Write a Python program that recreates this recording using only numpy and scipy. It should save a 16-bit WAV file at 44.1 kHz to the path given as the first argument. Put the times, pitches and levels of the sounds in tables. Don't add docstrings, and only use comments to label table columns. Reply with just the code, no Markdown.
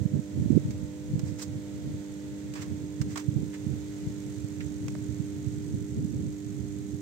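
import sys
import numpy as np
from scipy import signal
from scipy.fft import rfft, irfft, next_fast_len
from scipy.io import wavfile
from scipy.ndimage import uniform_filter1d

SR = 44100
rng = np.random.default_rng(int(sys.argv[2]) if len(sys.argv) > 2 else 0)


def master(y):
    cut = np.clip(np.atleast_2d(y).T, -1, 1)
    pcm = np.round(cut * 32767)
    wavfile.write(sys.argv[1], SR, pcm.astype(np.int16))


N = 309141
TIME_S = np.arange(N) / SR
MAINS_HZ = 49.957

# mains multiple, level/dB facing, half turned, turned away, left minus right/dB
HUM_PARTIALS = [(4, -49, -50, -49.5, -2.5), (6, -42.5, -39, -39.5, -5), (7, -63, -64.5, -65, -8),
                (8, -59, -52, -51.5, -4.9), (9, -65, -63.5, -73, 0), (10, -54, -62.5, -64.5, -5.5),
                (11, -72.5, -72.5, -76.5, -9), (12, -58.5, -68, -73.5, 5), (14, -73, -84, -84.2, 8),
                (18, -69.5, -73.5, -78, 2), (20, -75.5, -77.5, -81, -1)]
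# t/s, turn (0 facing the transformers, 1 away)
PHONE_TURN = [(.9, 0.051), (1.6, 0.082), (3.0, 0.4), (4.6, 0.52), (6.1, 1)]
# phase/cycles, half width/cycles, relative level/dB
CORONA_BURSTS = [(.065, 0.031, -2), (.14, 0.043, -3.5), (.39, 0.076, -6), (.755, 0.032, -2),
                 (.93, 0.044, -2)]
# t/s, level/dB
CORONA_LEVEL = [(0, -59.5), (1.8, -61), (3.2, -59.5), (4.2, -56), (5.6, -56), (7, -56.5)]
# peak t/s, half length/s, left level/dB, right level/dB
GUST_SWELLS = [(.02, .045, -42, -29), (.165, .035, -39, -24.5), (.41, 0.063, -31.5, -27),
               (0.546, .04, -41, -23), (0.717, 0.12, -33.5, -31.5), (1.16, .06, -31, -29.5),
               (1.287, .04, -45, -27), (1.54, .045, -39, -34), (1.86, .11, -38.5, -34.5),
               (2.404, .19, -39, -58), (2.8, .13, -41.5, -35.5), (3.06, .07, -34, -32),
               (3.384, 0.063, -37, -28.5), (3.71, .055, -35, -27), (4.05, 0.057, -35, -44),
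               (4.56, 0.27, -60, -36), (4.87, .08, -34, -39), (5.116, 0.11, -44, -30),
               (5.46, .14, -39.5, -34), (5.746, 0.087, -38, -31.5), (6.006, 0.064, -33, -28),
               (6.206, 0.087, -35, -28), (6.55, .07, -50, -31.5), (6.805, .1, -43, -32)]
# t/s, relative level/dB, f/Hz, port (0 left, 1 right)
EDDIES = [(.016, -13, 130, 1), (.059, -9.5, 159, 1), (0.139, -12.5, 182, 1), (.194, -15, 190, 1),
          (.422, -13.5, 161, 1), (.46, -12, 212, 1), (.506, -4, 230, 1), (.559, -12, 163, 1),
          (0.569, -4, 211, 1), (.577, -7, 320, 1), (0.657, -15, 167, 0), (1.139, -14.5, 152, 0),
          (1.157, -12.5, 156, 1), (1.236, -15, 148, 1), (3.01, -12, 154, 1), (3.287, -9, 154, 1),
          (3.364, -11, 171, 1), (3.669, -16, 175, 1), (4.072, -19.5, 143, 0), (4.445, -19, 105, 1),
          (5.092, -17.5, 126, 1), (5.203, -15, 131, 1), (5.473, -16.5, 107, 1), (5.976, -18.5, 190, 0),
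          (6.05, -13, 170, 1)]
# t/s, rise/s, decay/s, level/dB of thud, knock, ring, hiss
RUBS = [(.710, 0.0027, 0.0074, -66, -61, -52, -44), (1.194, .0007, .0055, -45, -49, -53, -39),
        (1.285, 0.026, 0.032, -70, -68, -58, -51), (1.397, .008, .03, -61, -57, -51.5, -43),
        (1.428, 0.0068, 0.0086, -60, -51, -55, -34.5), (2.538, .0006, .008, -70, -52, -47, -42),
        (2.556, .002, 0.057, -70, -48.5, -47, -47.5), (2.624, .007, .012, -70, -56, -49, -43.5),
        (3.015, .0007, 0.007, -60, -45, -44.5, -35.5), (3.118, 0.017, 0.04, -70, -61, -55, -49.5),
        (3.160, .0015, .009, -56, -36.5, -46.5, -40.5), (3.177, .0023, .006, -54, -34.5, -41, -33),
        (3.2, .006, .016, -65, -51, -49, -45), (3.548, 0.01, 0.014, -61, -58, -48, -50.5),
        (4.607, .001, .011, -60, -65, -43, -56), (4.883, .0005, .0035, -43, -47, -41, -37.5),
        (4.952, 0.00058, 0.0033, -43, -46, -47, -56)]
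# f/Hz, relative level/dB
CORONA_SPECTRUM = [(800, -16), (2000, -16), (3500, -8), (5200, -4.5), (6400, 5.5), (7400, 3), (8400, 1.5),
                   (10600, 0.5), (12500, -3.5), (15500, -4.5)]
RUMBLE_SPECTRUM = [(25, -23), (42, -12), (55, -14), (70, -2), (95, 2.5), (140, 2), (200, -3.5), (260, -7.5),
                   (350, -15.5), (500, -30), (750, -46), (1500, -60)]
SMALL_EDDY_SPECTRUM = [(60, -51), (200, 6.5), (300, 4.0), (480, -6.5), (700, -22), (1500, -60)]
RUB_SPECTRUM = [(1500, -34), (3200, -7.5), (5000, 1.5), (7500, 3.5), (11000, -7), (15500, -0.5)]
AIR_SPECTRUM = [(400, -28), (700, 7), (960, 3), (1150, 0.5), (1400, 5), (1650, 3), (1900, 6.5), (2800, 0),
                (3500, 2.5), (5200, -2), (6600, 3.5), (8400, -1), (14200, -1.5), (14900, -1.5)]
YARD_SPECTRUM = [(25, -7), (45, -5), (75, 1), (130, 4.5), (250, -9), (400, -6.5), (600, -13.5), (1000, -27),
                 (2000, -31)]


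def transformer_hum(waver_db=.5, waver_cycles=0.0056, lead_mains_cycles=0.011):
    turn, out = curve(PHONE_TURN), 0
    for order, facing_db, half_db, away_db, balance_db in HUM_PARTIALS:
        level_db = np.interp(turn, [0, .5, 1], [facing_db, half_db, away_db])
        waver_scale = order / 6
        cycles = order * MAINS_HZ * TIME_S + rng.random() + waver_cycles * waver_scale * drift(4.4)
        lead_cycles = np.array([[lead_mains_cycles * order], [0]])
        gain = undb(level_db + waver_db * waver_scale * drift(3.005)) * pan(balance_db)
        out = out + np.sqrt(2) * gain * np.sin(2 * np.pi * (cycles + lead_cycles))
    return out


def corona(spark_db=4, flicker_db=2, balance_db=-4.5):
    cycles, gate = MAINS_HZ * TIME_S, 0
    for phase, width, level_db in CORONA_BURSTS:
        offset = (cycles - phase + .5) % 1 - .5
        gate = gate + undb(level_db + flicker_db * drift(50)) * bell(offset, width)
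    sizzle = colour(noise(spark_db) * gate, CORONA_SPECTRUM)
    return sizzle * undb(curve(CORONA_LEVEL)) * pan(balance_db)


def breeze(flutter_db=2.4, eddy_db=-9, stiff_gust_db=-25.5, eddy_db_per_db=0.75):
    strength = gusts()
    flutter = undb(flutter_db * np.array([drift(45), drift(45)]))
    rumble = colour(noise() * flutter, RUMBLE_SPECTRUM)
    small_eddies = colour(noise() * flutter, SMALL_EDDY_SPECTRUM)
    eddy_gain = undb(eddy_db) * (strength / undb(stiff_gust_db)) ** eddy_db_per_db
    return strength * (rumble + eddy_gain * small_eddies)


def gusts(lull_db=(-46.5, -44), unsteady_db=1.5):
    power = undb(lull_db)[:, None] ** 2
    for peak_s, half_s, left_db, right_db in GUST_SWELLS:
        power = power + (undb([[left_db], [right_db]]) * bell(TIME_S - peak_s, half_s)) ** 2
    return np.sqrt(power) * undb(unsteady_db * np.array([drift(18), drift(18)]))


def buffets(trim_db=-1, wobble=0.12, half_cycles=0.58):
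    out = np.zeros((2, N))
    warped_s = np.cumsum(1 + wobble * drift(300)) / SR
    for (peak_s, level_db, hz, port), phase in zip(EDDIES, rng.random(len(EDDIES))):
        half_s = half_cycles / hz
        span = slice(max(int((peak_s - 5 * half_s) * SR), 0), int((peak_s + 5 * half_s) * SR))
        swing = np.sin(2 * np.pi * (hz * warped_s[span] + phase))
        out[port, span] += undb(level_db + trim_db) * bell(TIME_S[span] - peak_s, half_s) * swing
    return out


def scuffs(grit_db=3.5, balance_db=-5.5):
    envelopes = np.zeros((4, N))
    for peak_s, rise_s, decay_s, *levels_db in RUBS:
        age_s = TIME_S - peak_s
        swell = bell(np.minimum(age_s, 0), rise_s) * np.exp(-np.clip(age_s / decay_s, 0, 20))
        envelopes += undb(levels_db)[:, None] * swell
    thud = envelopes[0] * resonate(noise(grit_db), hz=590, width_hz=180)
    knock = envelopes[1] * resonate(noise(grit_db), hz=1030, width_hz=380)
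    ring = envelopes[2] * resonate(noise(grit_db), hz=1910, width_hz=880)
    hiss = envelopes[3] * colour(noise(grit_db), RUB_SPECTRUM)
    return (thud + knock + ring + hiss) * pan(balance_db)


def outdoors(air_db=-54.5, turned_db=-1.2, drift_db=0.8, yard_db=-53):
    air = colour(noise(), AIR_SPECTRUM)
    air *= undb(air_db + turned_db * curve(PHONE_TURN) + drift_db * drift(2.926))
    common = rng.standard_normal(N)
    yard = colour(common + 0.7 * noise(), YARD_SPECTRUM) * undb(yard_db)
    return air * pan(balance_db=-4.5) + yard * pan(balance_db=-4)


def undb(db):
    return 10 ** (np.asarray(db) / 20)


def curve(rows):
    return np.interp(TIME_S, *np.transpose(rows))


def pan(balance_db):
    return undb(np.array([[balance_db], [-balance_db]]) / 2)


def bell(offset, sigma):
    return np.exp(-.5 * np.minimum((offset / sigma) ** 2, 100))


def drift(rate_hz):
    hold = max(int(SR / rate_hz), 1)
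    steps = np.repeat(rng.standard_normal(N // hold + 1), hold)
    smooth = uniform_filter1d(uniform_filter1d(steps, hold), hold)[:N]
    return smooth / smooth.std()


def noise(grain_db=0):
    return rng.standard_normal((2, N)) * undb(grain_db * rng.standard_normal(N))


def colour(x, spectrum):
    hz, db = np.transpose(spectrum)
    size = next_fast_len(N)
    bins_hz = np.maximum(np.arange(size // 2 + 1) * SR / size, 1)
    gain = undb(np.interp(np.log(bins_hz), np.log(hz), db))
    y = irfft(rfft(x, size) * gain, size)[..., :N]
    return y / y.std()


def resonate(x, hz, width_hz):
    y = signal.lfilter(*signal.iirpeak(hz, hz / width_hz, fs=SR), x)
    return y / y.std()


def scene():
    return transformer_hum() + corona() + outdoors() + breeze() + buffets() + scuffs()


def record(dry, low_cut_hz=62, shelf_hz=8560, shelf_db=-10, top_hz=15850):
    dry = signal.sosfilt(signal.butter(4, low_cut_hz, "highpass", fs=SR, output="sos"), dry)
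    size = next_fast_len(N)
    hz = np.arange(size // 2 + 1) * SR / size
    shelf = undb(shelf_db * np.clip((hz - shelf_hz) / 200 + .5, 0, 1))
    top_cut = np.clip((top_hz - hz) / 100 + .5, 0, 1)
    return irfft(rfft(dry, size) * shelf * top_cut, size)[:, :N]


dry = scene()
out = record(dry)
master(out)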